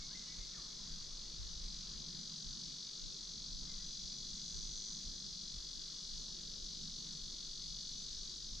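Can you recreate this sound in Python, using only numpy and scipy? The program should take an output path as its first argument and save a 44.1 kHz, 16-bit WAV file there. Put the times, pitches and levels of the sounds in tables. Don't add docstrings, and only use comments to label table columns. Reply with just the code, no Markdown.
import sys
import numpy as np
from scipy import signal
from scipy.fft import rfft, irfft, next_fast_len
from scipy.io import wavfile
from scipy.ndimage import uniform_filter1d, map_coordinates

SR = 44100
rng = np.random.default_rng(int(sys.argv[2]) if len(sys.argv) > 2 else 0)


def dump_mix(stems):
    frames = np.atleast_2d(stems).T
    limited = np.clip(frames, -1, 1)
    pcm = np.round(limited * 32767).astype(np.int16)
    wavfile.write(sys.argv[1], SR, pcm)


N = 379260


def amp(db):
    return 10 ** (np.asarray(db) / 20)


def unit(x):
    return x / np.sqrt(np.mean(x ** 2) + 1e-20)


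def along(points, hz):
    point_hz, value = np.transpose(points)
    return np.interp(np.log(hz + 1), np.log(point_hz + 1), value)


def curves(rows):
    time_s, *columns = np.transpose(rows)
    return [np.interp(np.arange(N) / SR, time_s, column) for column in columns]


def wobble(rate):
    points = rng.standard_normal(int(N * rate / SR) + 4)
    return map_coordinates(points, [np.arange(N) * rate / SR])


def filtered(x, response):
    size = next_fast_len(N + SR // 2)
    size += size % 2
    return irfft(rfft(x, size) * response(np.fft.rfftfreq(size, 1 / SR)), size)[..., :N]


def causal(spectrum):
    def response(hz):
        cepstrum = irfft(np.log(amp(np.maximum(along(spectrum, hz), -60))))
        half = len(cepstrum) // 2
        cepstrum[1:half] *= 2
        cepstrum[half + 1:] = 0
        return np.exp(rfft(cepstrum))
    return response


def resonances(modes, low_hz):
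    def response(f):
        ring = 0
        for k, (mode_hz, width_hz, level_db) in enumerate(modes):
            sign = (-1) ** k
            drag = 1j * f * width_hz
            ring = ring + sign * amp(level_db) * drag / (mode_hz ** 2 - f * f + drag)
        radiation = f * f / (f * f - low_hz ** 2 - 1j * f * low_hz)
        return ring * radiation ** 3
    return response


# pitch_hz, likeness (1 = identical)
LIKENESS = [(60, 0.94), (130, 0.86), (280, 0.73), (590, 0.41), (1280, 0.28), (2750, 0.57), (5900, 0.77),
            (12700, 0.28)]
# pitch_hz, left_minus_right_db
SIDE_LEAN = [(60, 0), (110, -2), (200, -2.5), (360, -3.0), (650, -4.5), (1170, 0), (2130, 1.5), (3860, 1),
             (6990, 1), (12700, 8)]


def noise_layer(spectrum, patchy_db):
    grid = signal.stft(rng.standard_normal((2, N)), nperseg=512)[2]
    patches = rng.standard_normal(grid.shape[1:])
    patches = uniform_filter1d(patches, size=6, axis=0)
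    patches = uniform_filter1d(patches, size=14, axis=1)
    pair = signal.istft(grid * amp(patchy_db * unit(patches)), nperseg=512)[1][:, :N]

    def middle_and_side(hz):
        angle = np.arccos(np.clip(along(LIKENESS, hz), -1, 1)) / 2
        return amp(along(spectrum, hz)) * [np.cos(angle), np.sin(angle)]

    middle, side = filtered(pair, middle_and_side)
    stereo = np.array([middle + side, middle - side])
    return unit(filtered(stereo, lambda hz: amp(along(SIDE_LEAN, hz) * [[.5], [-.5]])))


def trees(x, t60):
    t = np.arange(SR // 2) / SR
    tail = rng.standard_normal((2, len(t))) * amp(-60 * t / t60)
    return signal.fftconvolve(x[None], tail / np.linalg.norm(tail[0]), axes=1)[:, :N]


SETTLE_S = 2.1


def cicada(song, early_ms, beat_hz, ribs, body, drift_ms, jitter_ms, scatter_db, pan_db, wet_db, t60):
    beats = np.arange(1, int(N / SR * beat_hz) - 1) / beat_hz
    at = (beats * SR).astype(int)
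    taps = np.arange(-8, 9)
    clicks = np.zeros(N)
    start_ms = 1000 * beats - early_ms * np.exp(-beats / SETTLE_S)
    start_ms += .03 * wobble(6)[at]
    for after_ms, level_db, tilt_db in ribs:
        chance = rng.standard_normal((len(beats), 2))
        shift_ms = drift_ms * wobble(1.2)[at] + jitter_ms * chance[:, 0]
        position = SR * (start_ms + after_ms + shift_ms) / 1000
        size = amp(level_db + scatter_db * chance[:, 1] + scatter_db * wobble(2.31)[at])
        whole = np.floor(position).astype(int)[:, None] + taps
        gap = whole - position[:, None]
        pulse = size[:, None] * np.sinc(gap) * np.cos(np.pi * gap / 18) ** 2
        rib = np.bincount(whole.ravel(), pulse.ravel(), N)[:N]
        clicks += filtered(rib, lambda hz: amp(tilt_db * np.log2((hz + 500) / 4500)))
    voice = amp(curves(song)[0]) * unit(filtered(clicks, body))
    return voice * amp([[pan_db / 2], [-pan_db / 2]]) + amp(wet_db) * trees(voice, t60)


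# time_s, level_db
NEAR_SONG = [(0, -55.5), (1.4, -55), (2.2, -52.5), (4.6, -52.5), (5.4, -53), (7, -52.5), (7.8, -51),
             (8.6, -53.5)]
# after_beat_ms, level_db, treble_tilt_db_per_octave
NEAR_RIBS = [(7.95, 0, -4), (10.95, -3.5, 1), (12.35, -2.5, -2), (15.65, -5, 1)]
# pitch_hz, width_hz, level_db
NEAR_MODES = [(2934, 58, -10.5), (3371, 135, -1), (3760, 196, 1), (4173, 172, 3), (4430, 220, 3),
              (4753, 215, 4), (5080, 370, -11.5), (5540, 700, -12.5), (7100, 1560, -22.5)]


def near_cicada():
    return cicada(NEAR_SONG, early_ms=5.4, beat_hz=47.1812, ribs=NEAR_RIBS,
                  body=resonances(NEAR_MODES, low_hz=2866), drift_ms=0.057, jitter_ms=0.0069,
                  scatter_db=0.2, pan_db=4.0, wet_db=-13.5, t60=0.064)


# time_s, level_db
HIGH_SONG = [(0, -60), (1.2, -61), (2.65, -58.5), (2.9, -62.5), (3.6, -58), (4.2, -54), (4.7, -51),
             (4.95, -51.5), (5.05, -57), (5.4, -61), (6.9, -62), (8, -57), (8.3, -60), (8.6, -63)]
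# after_beat_ms, level_db, treble_tilt_db_per_octave
HIGH_CLICKS = [(.9, 0, 0), (2.205, -7, 0)]
# pitch_hz, relative_level_db
HIGH_COLOUR = [(4800, -40), (5300, -18), (5450, -10), (5750, -13), (6000, -2), (6150, 0), (6330, -4),
               (6550, -16), (6850, -10), (7150, -19), (7450, -29), (7800, -22), (8400, -31), (9500, -50)]


def high_cicada():
    return cicada(HIGH_SONG, early_ms=0, beat_hz=108.5, ribs=HIGH_CLICKS,
                  body=causal(HIGH_COLOUR), drift_ms=.015, jitter_ms=.007,
                  scatter_db=.9, pan_db=-2.6, wet_db=-11, t60=.15)


# time_s, level_db, shrillest_against_level_db
CHORUS_LEVEL = [(0, -51.5, -14.5), (3.6, -51, -15), (4.5, -50.5, -15), (5.9, -51, -13), (7.7, -50.5, -13.5),
                (8.6, -50, -14)]
# pitch_hz, relative_db_per_hz
CHORUS_COLOUR = [(1530, -64), (2600, -25.5), (2750, -29), (2920, -17), (3080, -34.5), (3260, -8),
                 (3910, -6), (4150, 0.5), (4800, 0.5), (5210, 0), (6070, -1.5), (7200, -15.5),
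                 (9360, -40.5), (15800, -120)]
# pitch_hz, relative_db_per_hz
SHRILL_COLOUR = [(3880, -26.5), (6600, -0.5), (8100, -13), (8760, -19), (9970, -24), (11500, -25.5),
                 (12900, -34), (16800, -64), (22000, -120)]


def chorus():
    level_db, shrill_db = curves(CHORUS_LEVEL)
    main = amp(level_db + 0.37 * wobble(4)) * noise_layer(CHORUS_COLOUR, patchy_db=.7)
    shrill = amp(level_db + shrill_db + 0.55 * wobble(6)) * noise_layer(SHRILL_COLOUR, patchy_db=1.3)
    return main + shrill


# start_s, glide_s, hold_s, from_hz, to_hz, level_db
BIRD_NOTES = [(0, .02, .09, 2230, 2200, -65), (.09, .067, .09, 1320, 2070, -62),
              (.24, .03, .04, 2850, 2950, -73), (.275, .03, .04, 1930, 2020, -66),
              (.27, .04, .03, 2230, 2230, -66), (.38, .04, .03, 2050, 2130, -72),
              (.515, .02, .03, 2400, 2220, -68), (.525, .025, .015, 2250, 1780, -66),
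              (.55, .04, .015, 1650, 1170, -66), (.67, .04, .05, 2200, 2200, -75),
              (3.68, .025, .05, 2150, 2070, -70), (3.75, .05, .03, 1600, 1950, -73)]
SWELL_DB, FADE_DB_PER_S = 15, 280


def bird():
    out = np.zeros(N)
    for start_s, glide_s, hold_s, from_hz, to_hz, note_db in BIRD_NOTES:
        t = np.arange(0, glide_s + hold_s, 1 / SR)
        done = np.clip(t / glide_s, 0, 1)
        level_db = note_db - SWELL_DB * (1 - done) - FADE_DB_PER_S * np.maximum(t - glide_s, 0)
        tremble = 1 + .01 * wobble(120)[:len(t)]
        pitch_hz = tremble * (from_hz + (to_hz - from_hz) * done)
        tone = np.sqrt(2) * amp(level_db) * np.sin(2 * np.pi * np.cumsum(pitch_hz) / SR)
        out[round(start_s * SR):][:len(t)] += tone * signal.windows.tukey(len(t), .1)
    out *= amp(3.2 * wobble(110))
    return out * amp([[-.6], [.6]]) + amp(-2) * trees(out, t60=.5)


# start_s, level_db
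THUMP_TIMES = [(.365, -39.5), (.903, -40), (1.38, -37), (1.929, -42.5), (2.441, -39.5), (3.009, -40.5),
               (3.517, -40), (4.018, -40), (4.531, -38), (5.043, -38.5), (5.55, -38.5), (6.112, -38.5),
               (6.6, -41.5), (7.2, -44), (7.66, -45), (8.15, -45)]
SECOND_S, SECOND_DB = .2, -10
KNOCK_DB = -6


def thumps():
    out = np.zeros((2, N + SR))
    t = np.arange(SR // 4) / SR
    pushes = THUMP_TIMES + [(s + SECOND_S, db + SECOND_DB) for s, db in THUMP_TIMES]
    chances = rng.standard_normal((len(pushes), 2))
    for (start_s, level_db), (tune, turn) in zip(pushes, chances):
        hz = 32 * amp(1.5 * tune)
        lead = .5 * turn * np.array([[1], [-1]])
        swing = np.sin(2 * np.pi * hz * t + lead)
        swing = swing * amp(-60 * t / 0.4) * (1 - np.exp(-t / 0.02))
        knock = np.sin(2 * np.pi * 2.04 * hz * t + lead)
        knock = knock * amp(KNOCK_DB - 60 * t / 0.21) * (1 - np.exp(-t / 0.014))
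        out[:, round(start_s * SR):][:, :len(t)] += amp(level_db) * (swing + knock)
    return out[:, :N]


# time_s, level_db
WIND_LEVEL = [(0, -56), (.7, -60), (1.4, -51), (2.3, -57.5), (2.9, -65), (3.5, -53), (4.3, -58),
              (5.1, -53.5), (5.9, -58.5), (6.8, -56), (7.8, -57.5), (8.6, -50.5)]
# pitch_hz, relative_db_per_hz
WIND_COLOUR = [(7.1, -21.5), (12, 6.5), (32, 1), (46, -5), (86, -19), (108, -18), (125, -29.5), (160, -43),
               (280, -120)]


def wind_rumble():
    lumpy = amp(2.5 * wobble(5.5)) * noise_layer(WIND_COLOUR, patchy_db=1.0)
    return amp(curves(WIND_LEVEL)[0]) * unit(lumpy)


# time_s, level_db
DRONE_LOUDNESS = [(0, -64.5), (2.5, -59.5), (3, -65), (3.6, -60.5), (5, -61.5), (5.7, -64), (7.2, -60.5),
                  (8.6, -65)]
# pitch_hz, relative_db_per_hz
DRONE_COLOUR = [(59, -27), (100, -13), (118, -14), (141, -1), (161, 0), (199, -1.5), (280, -15.5),
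                (360, -24), (620, -120)]


def far_drone():
    return amp(curves(DRONE_LOUDNESS)[0] + 1.4 * wobble(3.5)) * noise_layer(DRONE_COLOUR, patchy_db=1.1)


# pitch_hz, relative_db_per_hz
RUSH_COLOUR = [(130, -49), (220, -15.5), (259, -5), (405, -5), (476, -11), (800, -24.5), (1040, -45),
               (1760, -120)]


def soft_rush():
    return amp(-70.5 + .8 * wobble(3.5)) * noise_layer(RUSH_COLOUR, patchy_db=1.57)


# time_s, level_db
AIR_LOUDNESS = [(0, -67), (1.8, -68), (2.6, -69.5), (8.6, -71)]
# pitch_hz, relative_db_per_hz
AIR_COLOUR = [(290, -32), (500, -6.5), (820, -9), (1010, -3.5), (1320, -3), (1400, -4), (1510, -5),
              (2090, -7), (2760, -8.5), (3000, -3.5), (3900, -27), (6600, -120)]


def still_air():
    return amp(curves(AIR_LOUDNESS)[0] + 0.44 * wobble(3.14)) * noise_layer(AIR_COLOUR, patchy_db=1.57)


def scene():
    singers = near_cicada() + high_cicada() + chorus()
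    background = wind_rumble() + far_drone() + soft_rush() + still_air()
    return singers + bird() + thumps() + background


def record(dry):
    return filtered(dry, lambda hz: hz < 12900)


dry = scene()
out = record(dry)
dump_mix(out)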